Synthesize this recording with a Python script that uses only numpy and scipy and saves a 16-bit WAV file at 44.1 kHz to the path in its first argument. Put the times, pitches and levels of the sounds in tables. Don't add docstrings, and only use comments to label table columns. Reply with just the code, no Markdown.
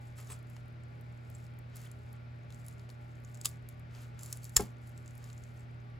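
import sys
import numpy as np
from scipy import signal
from scipy.fft import rfft, irfft, next_fast_len
from scipy.io import wavfile
from scipy.ndimage import uniform_filter1d

SR = 44100
rng = np.random.default_rng(int(sys.argv[2]) if len(sys.argv) > 2 else 0)


def dump_mix(stems):
    frames = np.atleast_2d(stems).T
    limited = np.clip(frames, -1, 1)
    pcm = np.round(limited * 32767).astype(np.int16)
    wavfile.write(sys.argv[1], SR, pcm)


N = 264159
TIME = np.arange(N) / SR
FFT_SIZE = next_fast_len(N, real=True)
HZ = np.fft.rfftfreq(FFT_SIZE, 1 / SR)

# t/s, level/dB, tissue f/Hz
SKIN_SNAPS = [(0.1857, -60, 11000), (0.2025, -58, 11600), (0.4275, -68, 12400), (0.499, -61.5, 11800),
              (0.565, -54.5, 2800), (0.681, -70, 13000), (0.8354, -67, 8060), (1.011, -62.5, 13500),
              (1.3005, -59.5, 13500), (1.3496, -60, 7900), (1.4653, -65, 5000), (1.5882, -59.5, 13400),
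              (1.758, -52, 13500), (1.7672, -50.5, 10900), (1.9146, -54, 9700), (2.129, -60, 11400),
              (2.5043, -58.5, 3500), (2.524, -58, 4000), (2.5453, -59.5, 7640), (2.6644, -54.5, 10500),
              (2.683, -49, 9900), (2.7947, -62, 4400), (2.8917, -58, 3100), (2.9011, -56, 4300),
              (3.2478, -56.5, 6640), (3.3447, -55, 7960), (3.3521, -57.5, 6740), (3.3728, -59, 7950),
              (3.413, -44.5, 8000), (3.475, -51, 9600), (3.4896, -50, 10900), (3.6881, -50.5, 12100),
              (3.7959, -65, 12000), (3.949, -59, 4530), (4.1912, -52, 7300), (4.21, -56, 9500),
              (4.2322, -45, 9200), (4.2603, -48.5, 10000), (4.3718, -50, 9800), (4.443, -47.5, 11400),
              (4.452, -51.5, 7000), (4.494, -54, 10200), (4.607, -40.5, 10100), (4.621, -47, 10460),
              (4.873, -61, 10100), (4.9768, -55.5, 8050), (5.0597, -60, 7020), (5.078, -55, 7000),
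              (5.1078, -62, 7000), (5.1524, -62, 10500), (5.178, -58, 12000), (5.241, -55.5, 7200),
              (5.3007, -57, 3930), (5.329, -57.5, 7100), (5.378, -58.5, 7000), (5.4367, -57.5, 6970),
              (5.6065, -66.5, 8160)]
# t/s, level/dB, decay/s, extra treble/dB, extra body/dB, splinter f/Hz
FRACTURES = [(0.301, -49, .0011, 4, 17, 1040), (.3068, -52, .003, -2, 9, 1100),
             (0.3195, -48.5, 0.0024, 2, 12, 2500), (3.447, -41.5, .0016, -8.5, -1, 4900),
             (3.451, -40, 0.00102, 2.5, -2, 1030), (3.4548, -30.5, 0.0015, -1, -4, 3040),
             (3.456, -27.5, 0.0017, -2.5, -8, 4900), (3.462, -40.5, 0.0052, 4, 4.5, 3570),
             (4.3266, -35.5, 0.0014, 0, -11, 5400), (4.561, -37, .002, -2, -1, 7400),
             (4.5651, -18, .0011, -1.5, -0.5, 7400), (4.5671, -16.5, .0014, 0, -0.5, 7020),
             (4.5731, -31.5, 0.0033, -1.5, 5, 1750)]
# t/s, level/dB, f/Hz, width/Hz, length/s
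SKIN_SQUEAKS = [(0.284, -54, 8300, 700, 0.075), (1.345, -58, 7650, 350, 0.016),
                (1.859, -64.5, 3230, 300, 0.015), (4.176, -66, 7260, 400, 0.13)]
# t/s, rise/s, hold/s, relative level/dB
BLADE_SQUEEZES = [(0, 0.0087, 0.094, -70), (.155, .04, 0.011, -56), (.22, 0.09, 0.02, -55.5),
                  (.455, 0.021, .11, -70.5), (.88, .03, 0.36, -81.5), (1.19, 0.19, 0.062, -66.5),
                  (1.74, 0.018, 0.095, -59), (1.89, .02, 0.24, -76), (2.48, 0.052, 0.07, -67.5),
                  (2.62, 0.042, 0.052, -65), (2.76, 0.033, 0.022, -70), (2.885, 0.011, .012, -64.5),
                  (2.99, .02, .17, -76), (3.22, 0.06, 0.12, -69), (3.425, 0.037, .015, -49.5),
                  (3.685, .012, .008, -65), (3.9, 0.096, 0.049, -63), (4.175, .05, 0.13, -55.5),
                  (4.41, 0.027, 0.0151, -54), (4.51, .03, .02, -60.5), (4.565, 0.022, 0.02, -45),
                  (4.79, 0.083, 0.017, -65), (4.94, 0.032, 0.52, -70.5), (5.23, 0.036, 0.024, -62.5),
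                  (5.52, 0.057, .03, -69)]
BLADE_STROKES = [(.17, 0.02, .02, -57.5), (.26, 0.045, .025, -57), (1.68, 0.089, 0.087, -62),
                 (3.88, 0.085, 0.07, -61), (4.1, .1, 0.15, -65), (5.17, 0.074, 0.036, -64.5)]
# f/Hz, relative level/dB
BONE_SPECTRUM = [(100, -10.5), (600, -16.5), (1100, -12), (1700, -13.5), (2600, -11.5), (4000, -7.5),
                 (5500, -14.5), (7300, 0), (8800, -3), (11500, -5), (14000, -15), (15500, -10),
                 (16500, -33.5)]
WET_SPECTRUM = [(200, -21), (1000, -11), (2500, -16), (4500, -4.5), (6000, -4.5), (7400, 1), (8800, -1.5),
                (11300, -4), (13500, -6), (15400, -10), (16500, -22)]
RUB_SPECTRUM = [(200, -16), (700, -5.5), (1100, -1.5), (2400, -6.5), (4000, -10), (7000, -15), (16000, -32)]
FLESH_SPECTRUM = [(40, -4), (120, 11), (350, -3.5), (600, -8.5), (1050, -9), (1600, -21.5), (3000, -17.5),
                  (8000, -40), (16000, -65)]
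# f/Hz, relative level/dB, t60/s
BLADE_MODES = [(964, -21.5, 0.039), (1175, -16, 0.049), (1843, -15.5, 0.018), (4300, -16.5, .015),
               (5034, -13.5, 0.018), (5365, -6, 0.028), (5950, -20, 0.061), (6750, -11.5, 0.031),
               (6914, -8, 0.013), (7380, -9.5, 0.014), (9850, -8.5, .02), (11650, -14, .02),
               (14200, -18, .02)]
TRAY_MODES = [(149, -4.5, .15), (307.7, -1, 0.11), (407, 7, 0.094), (733, 2.5, 0.06), (825, 0, 0.097),
              (1066, 0.5, 0.06), (1350, -3, .06), (1600, -9, 0.079), (2150, -4, 0.045)]
# f/Hz, phase lead/rad
PORT_LEAD = [(50, 0), (400, .5), (1100, .8), (2000, .7), (5000, .55), (7100, -.15), (8100, -1.5),
             (9050, -3.14), (10400, -5.4), (11700, -7), (13300, -9.4), (14600, -12.1), (16600, -12.8)]
# f/Hz, left minus right/dB
PORT_TILT = [(100, 2.5), (400, 0.5), (2000, 0.5), (5200, 5.5), (7200, 1.5), (10000, -1), (16000, 0.5)]
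# f/Hz, t60/s
ROOM_DECAY = [(100, 0.31), (1000, 0.36), (5000, 0.16), (10000, 0.09), (16000, 0.11)]
# f/Hz, level/dB, waver/0-1, left-right phase/rad
MOTOR_LINES = [(84.6, -61, 0, 1), (119.8, -48, 0.07, -0.01), (157.7, -62, 0.4, 1.26), (239, -66.5, 0, 0.66),
               (333, -75.5, 0, -0.46), (405, -75, .6, 1), (490, -75, 0.7, -3), (595.4, -70, 0.1, 1.68),
               (827, -69, 1, 2.5), (1152, -77.5, 0.94, 4.5), (1372, -75, 0.6, 1.5), (1478, -74.5, 0.04, 2)]
# f/Hz, relative level/dB
AIR_COMMON = [(15, -34.5), (30, -21.5), (45, 2), (80, 5.5), (135, -1), (200, -5), (300, -9.5), (520, -14),
              (680, -13.5), (1050, -22.5), (2300, -17), (2900, -25), (5000, -31), (8000, -51), (16000, -51)]
AIR_OPPOSED = [(15, -21.5), (50, 0.5), (200, 2), (400, 0.5), (700, -4.5), (1500, -2.5), (2150, -8),
               (2700, -15.5), (4500, -22), (8000, -36), (16000, -36.5)]

RESTING_DB = -83.5


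def squish(range_db=15, trim_db=-5, fizz=0.7, count=3000):
    pops = [signal.fftconvolve(tear(.0009), colour(WET_SPECTRUM, hz, peak_db=10))[:512]
            for hz in np.geomspace(3800, 15000, 20)]
    grains = np.zeros(N)
    for when, pitch, smallness in rng.random((count, 3)):
        add(grains, when * N / SR, gain_of(-range_db * smallness) * pops[int(pitch * len(pops))])
    pressure = np.hypot(effort(BLADE_SQUEEZES), gain_of(RESTING_DB))
    return gain_of(trim_db) * pressure * (unit_rms(grains) + fizz * noise(WET_SPECTRUM))


def snap(hz):
    treble_db = max(17 * np.log2(hz / 9000), -8.5)
    body_db = -2 + 15 * max(np.log2(6800 / hz), 0)
    return signal.fftconvolve(tear(.0013), colour(WET_SPECTRUM, hz, 8, treble_db, body_db))


def ticks():
    out = np.zeros(N)
    for start, db, hz in SKIN_SNAPS:
        add(out, start, at_level(snap(hz), db))
    return out


def patter(low_hz=6000, high_hz=13500, range_db=8, follow=0.63, count=70):
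    out = np.zeros(N)
    squeeze = unit_rms(effort(BLADE_SQUEEZES) + gain_of(RESTING_DB))
    for when, pitch, smallness in rng.random((count, 3)):
        hz = low_hz * (high_hz / low_hz) ** pitch
        tick = at_level(snap(hz), -61 - range_db * smallness)
        add(out, when * N / SR, tick * squeeze[int(when * N)] ** follow)
    return out


def bone_cracks(ring_share=0.56, hardest_db=-16.5, ring_growth=.55):
    out, t = np.zeros(N), np.arange(8191) / SR
    for start, db, decay, treble_db, body_db, splinter_hz in FRACTURES:
        split = signal.fftconvolve(tear(decay), colour(BONE_SPECTRUM, splinter_hz, 10, treble_db, body_db))
        ring = ringing(BLADE_MODES, t)
        ring *= 1 - np.exp(-t / 0.00022)
        crack = ring_share * at_level(ring, ring_growth * (db - hardest_db))
        add(crack, 0, at_level(split, 0))
        add(out, start, at_level(crack, db))
    return out


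def slump(start_hz=800, end_hz=215, settle_s=0.0049, push_hz=60):
    out, t = np.zeros(N), np.arange(SR // 4) / SR
    push = -gain_of(-30) * np.sin(2 * np.pi * push_hz * t) * np.exp(-t / .022)
    add(out, 4.5725, push)
    hz = end_hz + (start_hz - end_hz) * np.exp(-t / settle_s)
    thud = np.sin(2 * np.pi * np.cumsum(hz) / SR) * np.exp(-t / 0.031)
    slap = noise(FLESH_SPECTRUM)[:len(t)] * np.exp(-t / 0.028)
    landing = gain_of(-36) * thud + gain_of(-34) * slap + gain_of(-36) * ringing(TRAY_MODES, t)
    add(out, 4.5945, landing * (1 - np.exp(-t / 0.0026)))
    return out


def squeaks():
    out = np.zeros(N)
    for start, db, hz, width_hz, length in SKIN_SQUEAKS:
        size = int(length * SR)
        slips = rng.standard_normal(size) * np.hanning(size)
        band = np.exp(-((np.fft.rfftfreq(size, 1 / SR) - hz) / width_hz) ** 2)
        add(out, start, gain_of(db) * unit_rms(irfft(rfft(slips) * band, size)))
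    return out


def slide(rough_db=2, trim_db=-2):
    grit = noise(RUB_SPECTRUM) * gain_of(rough_db * drift(270))
    return gain_of(trim_db) * effort(BLADE_STROKES) * unit_rms(grit)


def effort(moves, release_db_per_s=269):
    power = np.zeros(N)
    for start, rise, hold, db in moves:
        age = TIME - start
        released_db = release_db_per_s * np.maximum(age - rise - hold, 0)
        power += (np.clip(age / rise, 0, 1) * gain_of(db - released_db)) ** 2
    return np.sqrt(power)


def tear(decay_s, size=2048):
    age = np.arange(size) / SR / decay_s
    swell = np.sqrt(age) * np.exp(-age)
    breaks = rfft(rng.standard_normal(size) * swell)
    return irfft(breaks / np.sqrt(abs(breaks) + 1e-9)) * swell ** .25


def colour(spectrum, hz, peak_db, treble_db=0, body_db=0, width=0.094, size=2048):
    f = abs(np.fft.fftfreq(size, 1 / SR)) + 1
    shelves = treble_db / (1 + (8700 / f) ** 8) + body_db / (1 + (f / 3200) ** 6)
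    resonance = peak_db / (1 + (np.log(f / hz) / width) ** 2)
    log_gain = np.log(gain_of(curve_at(spectrum, f) + shelves + resonance))
    return np.fft.ifft(np.exp(np.conj(signal.hilbert(log_gain)))).real


def ringing(modes, t):
    return sum(gain_of(db - 60 * t / t60) * np.sin(2 * np.pi * (hz * t + rng.random()))
               for hz, db, t60 in modes)


def ports(sound):
    left = np.exp(.5j * curve_at(PORT_LEAD, HZ)) * gain_of(curve_at(PORT_TILT, HZ) / 2)
    norm = np.sqrt((abs(left) ** 2 + abs(left) ** -2) / 2)
    return irfft(rfft(sound, FFT_SIZE) * np.array([left, 1 / left]) / norm, FFT_SIZE)[:, :N]


def tray(sound, echo_db=-15, decay_s=0.0075, scatter_db=-9, scatter_hz=3000):
    t = np.arange(2000) / SR
    taps = rng.standard_normal((3, len(t))) * (rng.random((3, len(t))) < .1)
    taps *= (t > .002) * np.exp(-t / decay_s)
    taps /= np.linalg.norm(taps, axis=1)[:, None]
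    echoes = signal.oaconvolve(sound[None], taps, axes=1)[:, :N]
    dull = signal.lfilter(*signal.butter(1, scatter_hz, fs=SR), echoes[1:])
    return ports(sound + gain_of(echo_db) * echoes[0]) + gain_of(scatter_db) * dull


def kitchen(sound, room_db=-24):
    taps = rng.standard_normal((2, SR // 2)) * (np.arange(SR // 2) > .008 * SR)
    hz, t, bands = signal.stft(taps, SR, nperseg=256)
    fade = gain_of(-60 * t / curve_at(ROOM_DECAY, hz)[:, None])
    tail = signal.istft(bands * fade, SR, nperseg=256)[1]
    tail /= np.linalg.norm(tail[0])
    return gain_of(room_db) * signal.fftconvolve(sound[None], tail, axes=1)[:, :N]


def appliance(waver_hz=5, hum_lean_db=-0.73, air_lean_db=1.92):
    sides, hum = np.array([[1], [-1]]), np.zeros((2, N))
    for hz, db, waver, phase in MOTOR_LINES:
        sway = np.sqrt(1 - waver ** 2) + waver * (drift(waver_hz) + 1j * drift(waver_hz)) / np.sqrt(2)
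        line = sway * np.exp(2j * np.pi * (hz * TIME + rng.random()))
        hum += np.sqrt(2) * gain_of(db) * (line * np.exp(.5j * phase * sides)).real
    air = gain_of(-57) * noise(AIR_COMMON) + sides * gain_of(-63) * noise(AIR_OPPOSED)
    return hum * gain_of(hum_lean_db * sides) + air * gain_of(air_lean_db * sides)


def noise(spectrum):
    white = rfft(rng.standard_normal(FFT_SIZE))
    return unit_rms(irfft(white * gain_of(curve_at(spectrum, HZ)), FFT_SIZE)[:N])


def drift(hz):
    steps = uniform_filter1d(rng.standard_normal(8192), 3)
    return unit_rms(np.interp(TIME * hz * 4, np.arange(len(steps)), steps))


def at_level(sound, db):
    return gain_of(db) * sound * np.sqrt(.005 * SR / np.sum(sound ** 2))


def curve_at(points, hz):
    f, value = np.transpose(points)
    return np.interp(np.log(hz + 1), np.log(f + 1), value)


def gain_of(db):
    return 10 ** (np.asarray(db) / 20)


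def unit_rms(sound):
    return sound / np.sqrt(np.mean(sound ** 2) + 1e-20)


def add(mix, start_s, sound):
    part = mix[round(start_s * SR):][:len(sound)]
    part += sound[:len(part)]


def scene():
    close = ticks() + bone_cracks() + squish() + squeaks() + slide() + slump() + patter()
    return tray(close) + kitchen(close) + appliance()


def record(dry):
    lowpass = signal.firwin(511, 16300, window=("kaiser", 9), fs=SR)
    return signal.oaconvolve(dry, lowpass[None], "same")


dry = scene()
out = record(dry)
dump_mix(out)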